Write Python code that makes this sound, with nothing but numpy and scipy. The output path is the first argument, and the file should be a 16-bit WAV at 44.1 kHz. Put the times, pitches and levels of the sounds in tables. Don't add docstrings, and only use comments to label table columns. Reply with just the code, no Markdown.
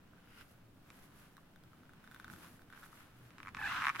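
import sys
import numpy as np
from scipy import signal
from scipy.fft import rfft, irfft, next_fast_len
from scipy.io import wavfile

SR = 44100
rng = np.random.default_rng(int(sys.argv[2]) if len(sys.argv) > 2 else 0)


def unload_wav(signal):
    wavfile.write(
        sys.argv[1],
        SR,
        np.round(np.clip(np.atleast_2d(signal).T, -1, 1) * 32767).astype(np.int16),
    )


N = 176400
TIME = np.arange(N) / SR
SIDE_DB = -8
SCRAPE_GRAINS_PER_S, SCRAPE_GRAIN_DB = 2700, 2.5

# freq_hz, gain_db, t60_s
COVER_MODES = [(1092, 0.5, 0.0078), (1297, -0.5, 0.011), (1620, 1, 0.0059), (2180, -1, 0.0063),
               (2466, -2.5, 0.0059), (3930, -15.5, 0.0027), (5270, -27.5, 0.012), (6310, -25, 0.0031)]


def from_db(db):
    return 10 ** (np.asarray(db) / 20)


def unit_rms(x):
    return x / np.sqrt(np.mean(x ** 2) + 1e-20)


def curve(rows):
    return np.interp(TIME, *np.transpose(rows))


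def wobble(rate_hz):
    return unit_rms(np.interp(TIME * rate_hz, np.arange(N), rng.standard_normal(N)))


def bandpass(x, low_hz, high_hz):
    sos = signal.butter(2, [low_hz, high_hz], "band", fs=SR, output="sos")
    return signal.sosfilt(sos, x + 1e-18)


def coloured(x, colour):
    hz, db = np.transpose(colour)
    size = next_fast_len(x.shape[-1] + 4096)
    bins_hz = np.maximum(np.arange(size // 2 + 1) * SR / size, 1)
    gain = from_db(np.interp(np.log(bins_hz), np.log(hz), db))
    return irfft(rfft(x, size) * gain, size)[..., :x.shape[-1]]


def stereo(mid, side):
    # freq_hz, side_gain_db
    width = [(60, -13.5), (160, -16), (350, -8), (700, -4), (1300, -6), (2400, -0.5), (4200, 0.5),
             (15000, -0.5)]
    return mid + coloured(side, width) * np.array([[1], [-1]])


def grains(per_s, spread_db):
    sizes = from_db(spread_db * np.minimum(rng.exponential(1, (2, N)), 5))
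    signs = rng.choice([-1, 1], (2, N))
    return sizes * signs * (rng.random((2, N)) < per_s / SR)


def texture(streams, colour):
    return stereo(*unit_rms(coloured(streams, colour)))


def releases(events, modes, low_cut_hz, crack_top_hz, crack_db):
    build_cycles, treble_hz, mode_spread_db = 0.14, 1840, 1.1
    crack_t60_s, crack_low_hz = 0.0081, 2930
    lead = SR // 500
    t = np.maximum(np.arange(SR // 50) - lead, 0) / SR
    hz, mode_db, t60_s = np.transpose(modes)[:, :, None]
    sign = (-1) ** np.arange(len(modes))[:, None]
    envelopes = sign * (1 - np.exp(-t * hz / build_cycles)) * from_db(mode_db - 60 * t / t60_s)
    low_cut = signal.butter(4, low_cut_hz, "high", fs=SR, output="sos")
    treble = np.clip(np.log2(hz[:, 0] / treble_hz), 0, 1)
    bursts = rng.standard_normal((len(events), 2, len(t))) * (t > 0) * from_db(-60 * t / crack_t60_s)
    cracks = bandpass(bursts, crack_low_hz, crack_top_hz)
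    scatter = rng.standard_normal((len(events), 2, len(modes)))
    out = np.zeros((2, N + len(t)))
    for (start_s, level_db, bite_db, ratio), crack, (uneven, sideways) in zip(events, cracks, scatter):
        rings = signal.sosfiltfilt(low_cut, envelopes * np.sin(2 * np.pi * hz * ratio * t))
        mid_gains = from_db(mode_spread_db * uneven + bite_db * treble)
        side_gains = mid_gains * sideways * from_db(SIDE_DB)
        body = np.array([mid_gains, side_gains]) @ rings / np.abs(rings.sum(0)).max()
        at = min(int(start_s * SR) - lead, N - 1)
        out[:, at:at + len(t)] += from_db(level_db) * (body + from_db(crack_db + bite_db) * crack)
    return out[:, :N]


def room_air():
    # freq_hz, gain_db
    colour = [(20, 6), (32, -3), (55, -21.5), (100, -3.5), (180, 1), (300, -7.5), (430, -10), (800, -14),
              (1500, -25.5), (3000, -27.5), (7000, -34.5), (16000, -34)]
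    return from_db(-65) * texture(rng.standard_normal((2, N)), colour)


def finger_slide():
    # time_s, level_db
    levels = [(0, -97), (.25, -80), (.41, -66), (.45, -73.5), (.52, -71.5), (.62, -89), (.85, -79),
              (.94, -71.5), (1.05, -70.5), (1.11, -75.5), (1.2, -66.5), (1.32, -76), (1.5, -85),
              (1.72, -80.5), (1.98, -85), (2.13, -71), (2.27, -75), (2.32, -62), (2.37, -66), (2.43, -61),
              (2.55, -69), (2.67, -83), (2.77, -69.5), (2.85, -62), (2.9, -69.5), (3.01, -65.5),
              (3.11, -79), (3.27, -72), (3.35, -81), (3.46, -72), (3.53, -79.5), (3.6, -65), (3.67, -63.5),
              (3.78, -62), (3.88, -60.5), (3.92, -72), (3.96, -63.5), (4, -60)]
    # freq_hz, gain_db
    colour = [(1500, 0.5), (3000, -8.5), (5000, -9.5), (8500, -10.5), (11500, -4.5), (14000, -11.5),
              (16000, -17)]
    flutter_db = 1.1 * wobble(rate_hz=44.4)
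    return from_db(curve(levels) + flutter_db) * texture(grains(per_s=7000, spread_db=3), colour)


def leather_scrape():
    # time_s, level_db
    levels = [(0, -74), (.39, -70), (.58, -73.5), (.75, -78), (.93, -68), (1.1, -71.5), (1.24, -68),
              (1.35, -74.5), (1.95, -71.5), (2.25, -65), (2.38, -68), (2.45, -59.5), (2.51, -69.5),
              (2.66, -74.5), (2.76, -63), (2.9, -70), (3.0, -63), (3.11, -70.5), (3.47, -68), (3.53, -70),
              (3.57, -61), (3.66, -47), (3.76, -46.5), (3.88, -51.5), (3.92, -56), (3.98, -57), (4, -40.5)]
    # freq_hz, gain_db
    colour = [(300, -22.5), (600, -15), (1000, 1.5), (1500, 4.5), (2100, -4), (2900, -5.5), (4200, -13.5),
              (7000, -22), (15000, -33)]
    return from_db(curve(levels)) * texture(grains(SCRAPE_GRAINS_PER_S, SCRAPE_GRAIN_DB), colour)


def handling_rumble():
    # time_s, level_db
    levels = [(0, -67.5), (1.2, -65.5), (1.5, -69), (1.85, -64), (2.2, -65), (2.33, -56), (2.45, -63),
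              (2.7, -66.5), (3.1, -67), (3.38, -64), (3.65, -57.5), (3.87, -58.5), (4, -59)]
    # freq_hz, gain_db
    colour = [(40, -17.5), (75, -2.5), (120, -2), (180, -5.5), (300, -6), (450, -25), (900, -21.5),
              (3000, -58)]
    return from_db(curve(levels)) * texture(rng.standard_normal((2, N)), colour)


def fold_ticks():
    # start_s, level_db, bite_db, pitch_hz
    ticks = [(0.1346, -53.5, -13, 1400), (0.182, -56, -2, 1490), (0.411, -46.5, 7, 1540),
             (1.368, -49.5, 7.5, 1630), (1.38, -49, -4, 1150), (1.5602, -49.5, 3, 1530),
             (1.6368, -56.5, 11, 1400), (1.7323, -49.5, -5, 1280), (1.834, -54.5, -1, 1390),
             (1.8538, -57, -2, 1510), (1.8937, -49, -0.5, 1480), (1.935, -48, -1, 1460),
             (2.0415, -49.5, 2.5, 1470), (2.0469, -53, 1, 1450), (2.0754, -44, 0, 1530),
             (2.1132, -44.5, 2, 1500), (2.12, -47, -4, 1500), (2.146, -44, 5.5, 1520),
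             (2.162, -43, -3, 1500), (2.199, -40.5, 3, 1510), (2.2446, -38.5, 1.5, 1500),
             (2.2803, -41.5, -1, 1490), (2.3, -41.5, 0, 1490), (2.3302, -47.5, 5, 1460),
             (2.3364, -41, 2, 1450), (2.362, -47.5, 1, 1480), (2.5935, -51.5, -4, 1510),
             (2.619, -52.5, 3.5, 1530), (2.7018, -47, 0, 1480), (2.726, -43, -3, 1490),
             (2.7312, -51, -2, 1620), (2.735, -46, -8, 1550), (2.7484, -47.5, -6, 1530),
             (2.776, -46, -6, 1515), (2.8247, -48, -12, 1350), (2.831, -43.5, -5, 1430),
             (2.8347, -44, -4, 1660), (2.8392, -42, -3, 1460), (2.861, -48, -6, 1490),
             (2.9298, -46, -14, 1275), (3.006, -50, -12, 1380)]
    # freq_hz, gain_db, t60_s
    modes = [(1040, 2, 0.0023), (1495, 8.5, 0.012), (2380, -13, 0.0046), (3530, -6, 0.009),
             (5400, -17, 0.0073), (8800, -24, 0.0039)]
    main_hz = modes[1][0]
    events = [(start_s, db, bite_db, hz / main_hz) for start_s, db, bite_db, hz in ticks]
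    return releases(events, modes, low_cut_hz=634, crack_top_hz=17000, crack_db=-16)


def fingertip_drag():
    # freq_hz, gain_db, bandwidth_hz
    resonances = [(1386, 6, 98), (1980, -2.5, 390), (2800, -1.5, 450), (5270, -12.5, 420)]
    stop_s, top_db, rise_db_per_s, fall_db_per_s = 0.416, -59.5, 109, 700
    catches = grains(SCRAPE_GRAINS_PER_S, SCRAPE_GRAIN_DB) + 1e-18
    rings = np.zeros((2, N))
    for k, (hz, db, bandwidth_hz) in enumerate(resonances):
        resonator = signal.iirpeak(hz, hz / bandwidth_hz, fs=SR)
        rings += (-1) ** k * from_db(db) * signal.lfilter(*resonator, catches)
    since_s = TIME - stop_s
    level_db = top_db + np.minimum(rise_db_per_s * since_s, -fall_db_per_s * since_s)
    return from_db(level_db) * stereo(*unit_rms(rings))


def grip_hum(centre_s, pitch_hz, level_db):
    half_width_s = 0.091
    swell = np.exp(-((TIME - centre_s) / half_width_s) ** 2)
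    return from_db(level_db) * swell * np.sin(2 * np.pi * pitch_hz * TIME)


def cover_snaps(events):
    return releases(events, COVER_MODES, low_cut_hz=770, crack_top_hz=8200, crack_db=-19)


def single_slips():
    # start_s, level_db, bite_db
    slips = [(0.9026, -46, 14), (3.3055, -51.5, 11), (3.3825, -43.5, 6), (3.4021, -38.5, -2.5),
             (3.4307, -42, 8), (3.45, -43, -13), (3.46, -38, -12), (3.4712, -38, -2), (3.4721, -40, 1),
             (3.4821, -35.5, -5), (3.4888, -39, 2), (3.5475, -33.5, 4.5), (3.5685, -38.5, 6.5),
             (3.5712, -33.5, -2), (3.5858, -37.5, -9), (3.615, -30, -23), (3.6978, -35, -10),
             (3.711, -32, -14), (3.7207, -28, -22), (3.765, -33.5, -1), (3.82, -26, -6),
             (3.8232, -28.5, -3), (3.8275, -30, -7), (3.8322, -27, -6), (3.8402, -24, -3), (3.847, -24, 0),
             (3.8538, -21.5, -2), (3.8683, -18.5, -3), (3.8745, -25, 0), (3.8828, -19.5, -4),
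             (3.8917, -25.5, -4), (3.8934, -25.5, 2.5), (3.899, -22, -4.5), (3.9483, -34, -13),
             (3.9532, -31.5, -4), (3.9596, -31.5, 1.5), (3.9657, -33.5, -1), (3.9955, -29, -4)]
    return cover_snaps([(*slip, 1) for slip in slips])


def squeak():
    # time_s, pitch_hz
    pitches = [(3.58, 831.4), (3.598, 894), (3.609, 719), (3.617, 841), (3.621, 794), (3.633, 885),
               (3.64, 736), (3.646, 873), (3.656, 799), (3.662, 865), (3.674, 826.6), (3.679, 678),
               (3.72, 706)]
    # time_s, level_db
    levels = [(3.575, -66), (3.592, -46.5), (3.61, -49), (3.635, -42), (3.65, -38), (3.67, -42),
              (3.681, -37.5), (3.715, -42.5), (3.78, -55)]
    # freq_hz, gain_db
    colour = [(660, -17.5), (830, -6.5), (1300, -3.5), (1650, 5), (2200, -12), (2700, -8.5), (3150, -25),
              (3650, -17.5), (5000, -35), (7000, -39)]
    jitter, rough_db, rough_hz = .025, 4, 302.1
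    hz = curve(pitches) * np.exp(jitter * wobble(rough_hz))
    phase = 2 * np.pi * np.cumsum(hz) / SR
    sounding = (TIME > levels[0][0]) & (TIME < levels[-1][0])
    tone = np.zeros((2, N))
    for k in range(1, 10):
        gain = from_db(np.interp(k * hz, *np.transpose(colour)) + rough_db * wobble(rough_hz))
        tone += gain * np.array([np.sin(k * phase), from_db(SIDE_DB) * np.cos(k * phase)])
    return tone / np.std(tone[0, sounding]) * from_db(curve(levels)) * sounding


def rattle():
    # time_s, slips_per_s
    rates = [(3.686, 295), (3.712, 406), (3.733, 387), (3.743, 240), (3.757, 370), (3.8, 267), (3.817, 320)]
    # time_s, level_db
    levels = [(3.686, -36), (3.715, -35.5), (3.75, -33.5), (3.768, -30), (3.793, -35.5), (3.817, -29.5)]
    # freq_hz, gain_db
    colour = [(800, -4), (1150, -1), (1550, 3), (2250, -11.5), (2750, 1), (4000, 1), (7000, -3)]
    jitter, spread_db, detune = .07, 1, 0.048
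    events, start_s = [], levels[0][0]
    for gap_draw, level_draw, pitch_draw in rng.standard_normal((100, 3)):
        if start_s >= levels[-1][0]:
            break
        level_db = np.interp(start_s, *np.transpose(levels)) + spread_db * level_draw
        events.append((start_s, level_db, 0, np.exp(detune * pitch_draw)))
        start_s += np.exp(jitter * gap_draw) / np.interp(start_s, *np.transpose(rates))
    return coloured(cover_snaps(events), colour)


def room_tail(t60_s, delay_s):
    t = TIME[:SR // 2]
    tail = rng.standard_normal(len(t)) * from_db(-60 * np.minimum(t / t60_s, 4)) * (t >= delay_s)
    return tail / np.sqrt(np.sum(tail ** 2) + 1e-20)


def in_room(mid_side, tails, wet_db):
    reflections = np.array([signal.oaconvolve(mid_side[0], tail)[:N] for tail in tails])
    return stereo(*(mid_side + from_db(wet_db) * reflections))


def scene():
    bed = room_air() + finger_slide() + leather_scrape() + handling_rumble() + fingertip_drag()
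    bed += grip_hum(centre_s=.64, pitch_hz=115, level_db=-62.5)
    bed += grip_hum(centre_s=3.24, pitch_hz=121.5, level_db=-59)
    tails = [room_tail(t60_s=0.079, delay_s=.003) for _ in range(2)]
    wallet = fold_ticks() + single_slips() + squeak() + rattle()
    pan_db = [[-.5], [.5]]
    return in_room(wallet, tails, wet_db=-10) * from_db(pan_db) + bed


def record(dry):
    # freq_hz, gain_db
    response = [(11000, 0), (16000, 2)]
    cutoff_hz = 15900
    low_pass = signal.ellip(12, .1, 70, cutoff_hz, fs=SR, output="sos")
    return signal.sosfilt(low_pass, coloured(dry, response))


dry = scene()
out = record(dry)
unload_wav(out)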